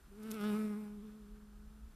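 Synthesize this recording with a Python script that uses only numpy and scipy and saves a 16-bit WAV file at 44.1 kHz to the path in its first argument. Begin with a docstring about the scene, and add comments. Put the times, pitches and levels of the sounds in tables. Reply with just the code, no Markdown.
"""A bee flies in over a flowering shrub, against quiet garden air.
Each wingbeat pushes a smooth hum, snaps a reedy buzz and sheds a puff of hiss.
From 0.2 to 0.45 s the wing tips tick against a sprig; near 0.5 s the bee passes closest.
It drifts away, the foliage rustles softly, and a low rumble swells on the moving microphone."""
import sys
import numpy as np
from scipy import signal
from scipy.fft import rfft, irfft, next_fast_len
from scipy.io import wavfile
from scipy.ndimage import uniform_filter1d

SR = 44100
rng = np.random.default_rng(int(sys.argv[2]) if len(sys.argv) > 2 else 0)


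def waveform_to_disk(signal):
    """Save audio, clipped to [-1, 1], as 16-bit WAV at the path in sys.argv[1]."""
    frames = np.transpose(np.atleast_2d(signal))
    scaled = np.clip(frames, -1, 1) * 32767
    samples = np.round(scaled).astype(np.int16)
    wavfile.write(sys.argv[1], SR, samples)


N = 85995
TIME_S = np.arange(N) / SR


# wingbeat (time [s], rate [Hz])
WINGBEAT_HZ = [(0.08, 197.9), (0.14, 198.5), (0.19, 217.6), (0.23, 212.3), (0.265, 223.0), (0.295, 220.9),
               (0.32, 209.1), (0.343, 225.8), (0.405, 202.7), (0.47, 213.6), (0.53, 206.1), (0.58, 216.6),
               (0.65, 212.9), (0.685, 209.0), (0.715, 208.9), (0.745, 203.8), (0.78, 213.4), (0.87, 207.7),
               (0.97, 208.7), (1.01, 200.3), (1.04, 219.7), (1.09, 209.2), (1.17, 216.1), (1.26, 203.5),
               (1.34, 212.0), (1.55, 207.0), (1.7, 213.8), (1.88, 217.4)]

def wingbeat(jitter=.0025):
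    """The beating wings: nominal rate and a running beat count with slight jitter."""
    rate_hz = curve(WINGBEAT_HZ)
    beats = np.cumsum(rate_hz * (1 + jitter * walk(60.26))) / SR
    return rate_hz, beats


# hum by nearness of the bee (time [s], fundamental level [dB], octave level [dB])
HUM_DB = [(0.0, -109, -79), (0.092, -66, -104.5), (0.118, -61.5, -62), (0.216, -50, -58),
          (0.308, -42.5, -53), (0.368, -46, -51), (0.46, -35, -45), (0.542, -34.5, -43.5),
          (0.624, -36.5, -47.5), (0.912, -47.5, -60.5), (1.086, -51, -61.5), (1.118, -52.5, -67),
          (1.39, -59.5, -67), (1.444, -58, -76), (1.552, -61.5, -77.5), (1.596, -58, -74.5),
          (1.906, -65.5, -82.5), (1.95, -89, -87)]

def wing_hum(beats, octave_lag_beats=.017, flutter_db=.93):
    """The smooth push of the wings on the air: the beat and its octave."""
    fundamental = undb(curve(HUM_DB)) * np.cos(2 * np.pi * beats)
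    octave = undb(curve(HUM_DB, column=2)) * np.cos(4 * np.pi * (beats - octave_lag_beats))
    return np.sqrt(2) * (fundamental + octave) * undb(flutter_db * walk(70))


# snap by nearness of the bee (time [s], reed level [dB], rasp level [dB])
SNAP_DB = [(0.0,-88,-92),(0.15,-78,-85),(0.22,-67,-73),(0.29,-59,-64),(0.33,-60,-65),(0.37,-54,-59),(0.44,-49,-57.5),(0.47,-50,-54.5),(0.53,-51,-59),(0.6,-53,-61),(0.66,-60,-65),(0.75,-60,-69),(0.8,-66,-73),(0.87,-65,-74),(0.95,-76,-83),(1.08,-75,-78),(1.2,-80,-89),(1.95,-82,-93)]
# strongest overtones as the bee turns (time [s], reed centre [Hz], rasp centre [Hz])
EMPHASIS_HZ = [(0.25,1370,2780),(0.38,1330,2860),(0.44,1300,3060),(0.48,1240,3500),(0.53,1310,2910),(0.59,1310,2240),(0.68,1180,2110),(0.76,1100,2060),(0.87,884,2400),(1.07,1140,3500),(1.4,1240,3000)]
# reed colour (frequency [Hz], gain [dB])
REED_EQ = [(420,-20.5),(630,5),(850,2.5),(1060,-1.5),(1290,3.5),(1480,2),(1700,-1.5),(1950,-10.5)]
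# rasp colour (frequency [Hz], gain [dB])
RASP_EQ = [(1700,-9.5),(2150,2.5),(2650,-4.5),(3100,-11),(3500,-4.5),(4200,-12),(5400,-6.5),(7000,-26)]

def wing_snap(beats, rate_hz, lead_beats=.2165, slip_beats=.005, roughness=.14):
    """A sharp pulse each beat as the wings reverse, heard as a nasal reed and a finer rasp."""
    phase_rad = 2 * np.pi * (beats + lead_beats + slip_beats * walk(200))
    reed = overtones(phase_rad, rate_hz, range(3, 9), curve(EMPHASIS_HZ), REED_EQ, width_oct=.26)
    rasp = overtones(phase_rad, rate_hz, range(9, 28), curve(EMPHASIS_HZ, 2), RASP_EQ, width_oct=.33)
    buzz = reed * undb(curve(SNAP_DB)) + rasp * undb(curve(SNAP_DB, column=2))
    return buzz * (1 + roughness * walk(200))


def overtones(phase_rad, rate_hz, orders, centre_hz, eq, width_oct, boost_db=8.5, wander_db=2.2):
    """Wingbeat harmonics at steady power, emphasised round a moving centre."""
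    pulses = np.zeros(N)
    for order in orders:
        distance_oct = np.log2(order * rate_hz / centre_hz)
        level_db = boost_db * bell(distance_oct, width_oct) + wander_db * walk(20)
        pulses += undb(level_db) * np.cos(order * phase_rad)
    tone = colour(pulses, eq)
    window = SR // 40
    power = uniform_filter1d(uniform_filter1d(tone ** 2, window), window)
    return tone / np.sqrt(power)


# air shed by the wings (time [s], level [dB])
HISS_DB = [(0.0,-82.5),(0.19,-68),(0.25,-62),(0.33,-55.5),(0.38,-59),(0.43,-57),(0.52,-52.5),(0.62,-56.5),(0.72,-62),(0.86,-66),(0.95,-74.5),(1.95,-106)]
# hiss colour (frequency [Hz], gain [dB])
HISS_EQ = [(60,7),(140,18),(300,13),(600,6.5),(1300,8.5),(2000,1.5),(3500,-4),(6500,-8),(9000,-1),(12000,-4)]

def wing_hiss(beats, lead_beats=.15, width_beats=.073, steady_share=.68, scatter_db=3):
    """Air torn off the wings: a steady stream plus one puff a beat."""
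    offset_beats = (beats + lead_beats + .5) % 1 - .5
    puffs = bell(offset_beats, width_beats) * undb(scatter_db * walk(150))
    flow = steady_share + (1 - steady_share) * puffs
    flow /= np.sqrt(np.mean(flow ** 2))
    return noise(HISS_EQ) * flow * undb(curve(HISS_DB))


# brushes against a sprig (centre time [s], strike level [dB], fade to either side [s])
SPRIG_BRUSHES = [(0.2345,-43,.005),(0.3154,-23.5,.0035),(0.3435,-38,.005),(0.4125,-42,.012),(0.4415,-40,.008)]
# tick colour (frequency [Hz], gain [dB])
TICK_EQ = [(500,-20),(2000,-8),(3700,2),(6000,-1),(9000,-1),(12500,2)]

def wing_ticks(rate_hz, decay_s=.0004, scatter_db=.8, click_gain=2, scrape_gain=.3):
    """Wing tips graze a sprig: runs of seven dry ticks, one a beat, each a click and a brief scrape."""
    strikes = np.zeros(N)
    for centre_s, level_db, fade_s in SPRIG_BRUSHES:
        for offset_s in np.arange(-3, 4) / np.interp(centre_s, TIME_S, rate_hz):
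            strength = undb(level_db + scatter_db * rng.standard_normal())
            strikes[int((centre_s + offset_s) * SR)] += strength / (1 + (offset_s / fade_s) ** 2)
    tails = signal.lfilter([1], [1, -np.exp(-1 / (decay_s * SR))], strikes)
    scrape = tails * np.sign(rng.standard_normal(N))
    return colour(scrape_gain * scrape - click_gain * strikes, TICK_EQ)


# rustles (time [s], half-length [s], level [dB])
LEAF_RUSTLES = [(0.442,.008,-54),(0.553,.008,-60),(1.09,.015,-72),(1.365,.01,-68),(1.415,.015,-70)]
# rustle colour (frequency [Hz], gain [dB])
RUSTLE_EQ = [(250,-5),(600,-12),(1300,2.5),(1700,-2),(2300,-20),(6000,-26)]

def foliage():
    """Brief, soft, dull rustles in the leaves."""
    envelope = sum(undb(db) * bell(TIME_S - at_s, half_s) for at_s, half_s, db in LEAF_RUSTLES)
    return noise(RUSTLE_EQ) * envelope


# garden air (time [s], level [dB])
AIR_DB = [(0.0,-66),(1.2,-66.5),(1.6,-67),(1.95,-67)]
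# air colour (frequency [Hz], gain [dB])
AIR_EQ = [(90,-5.5),(150,7),(300,-2.5),(600,-11.5),(900,-9.5),(1300,-8),(1650,-11),(2100,-17.5),(3500,-18.5),(6000,-22),(10000,-21.5),(13000,-22.5)]

def garden_air(flicker_db=.4):
    """Faint outdoor air whose level flickers slightly."""
    return noise(AIR_EQ) * undb(curve(AIR_DB) + flicker_db * walk(12.1))


# rumble (time [s], level [dB])
RUMBLE_DB = [(0,-53),(0.2,-65.5),(0.44,-72),(0.51,-56.5),(0.56,-70.5),(1.2,-60.5),(1.27,-56),(1.33,-53.5),(1.42,-56.5),(1.58,-58.5),(1.665,-47),(1.72,-58),(1.87,-50.5),(1.95,-66)]
# rumble colour (frequency [Hz], gain [dB])
RUMBLE_EQ = [(10,-34.5),(20,-22),(30,5.5),(42,1),(55,1),(68,-7.5),(85,-19),(130,-32),(250,-48),(600,-103.5)]

def microphone_rumble():
    """Low mono rumble on the moving microphone."""
    return unit(colour(rng.standard_normal(N), RUMBLE_EQ)) * undb(curve(RUMBLE_DB))


# stereo width (frequency [Hz], side against mid [dB])
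SIDE_EQ = [(1500,-52),(2500,-40),(4500,-19),(6000,-7),(8000,-2.5),(13000,-3)]

def noise(eq):
    """Coloured stereo noise, alike in both channels except in the treble."""
    mid, side = (unit(colour(rng.standard_normal(N), eq)) for _ in range(2))
    return mid + colour(side, SIDE_EQ) * np.array([[1], [-1]])


def colour(x, eq):
    """Minimum-phase filter with the response (frequency [Hz], gain [dB])."""
    size = 2 * next_fast_len(N)
    hz, db = np.array(eq, float).T
    bins_hz = np.maximum(np.arange(size // 2 + 1) * SR / size, 1)
    gain = undb(np.interp(np.log(bins_hz), np.log(hz), db))
    cepstrum = irfft(np.log(gain))
    cepstrum[1:size // 2] *= 2  # fold onto positive time
    cepstrum[size // 2 + 1:] = 0
    return irfft(rfft(x, size) * np.exp(rfft(cepstrum)))[..., :N]


def walk(rate_hz):
    """Smooth random drift of spread 1, changing about rate_hz times a second."""
    hold = max(int(SR / rate_hz), 2)
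    steps = np.repeat(rng.standard_normal(N // hold + 2), hold)
    return unit(uniform_filter1d(steps, hold)[:N])


def curve(table, column=1):
    """One table column, interpolated linearly in time."""
    rows = np.array(table, float)
    return np.interp(TIME_S, rows[:, 0], rows[:, column])


def bell(offset, width):
    """Gaussian of peak 1."""
    return np.exp(-(offset / width) ** 2)


def undb(db):
    """Decibels to gain."""
    return 10 ** (np.asarray(db) / 20)


def unit(x):
    """Scale to spread 1."""
    return x / np.std(x)


def scene():
    """One wingbeat drives every part of the bee; leaves, air and rumble lie behind it."""
    rate_hz, beats = wingbeat()
    bee = wing_hum(beats) + wing_snap(beats, rate_hz) + wing_hiss(beats) + wing_ticks(rate_hz)
    return bee + foliage() + garden_air() + microphone_rumble()


def record(dry):
    """A steep low-pass cuts the top treble."""
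    cutoff_hz = 14400
    return signal.sosfilt(signal.ellip(10, .2, 70, cutoff_hz, fs=SR, output="sos"), dry)


dry = scene()
out = record(dry)
waveform_to_disk(out)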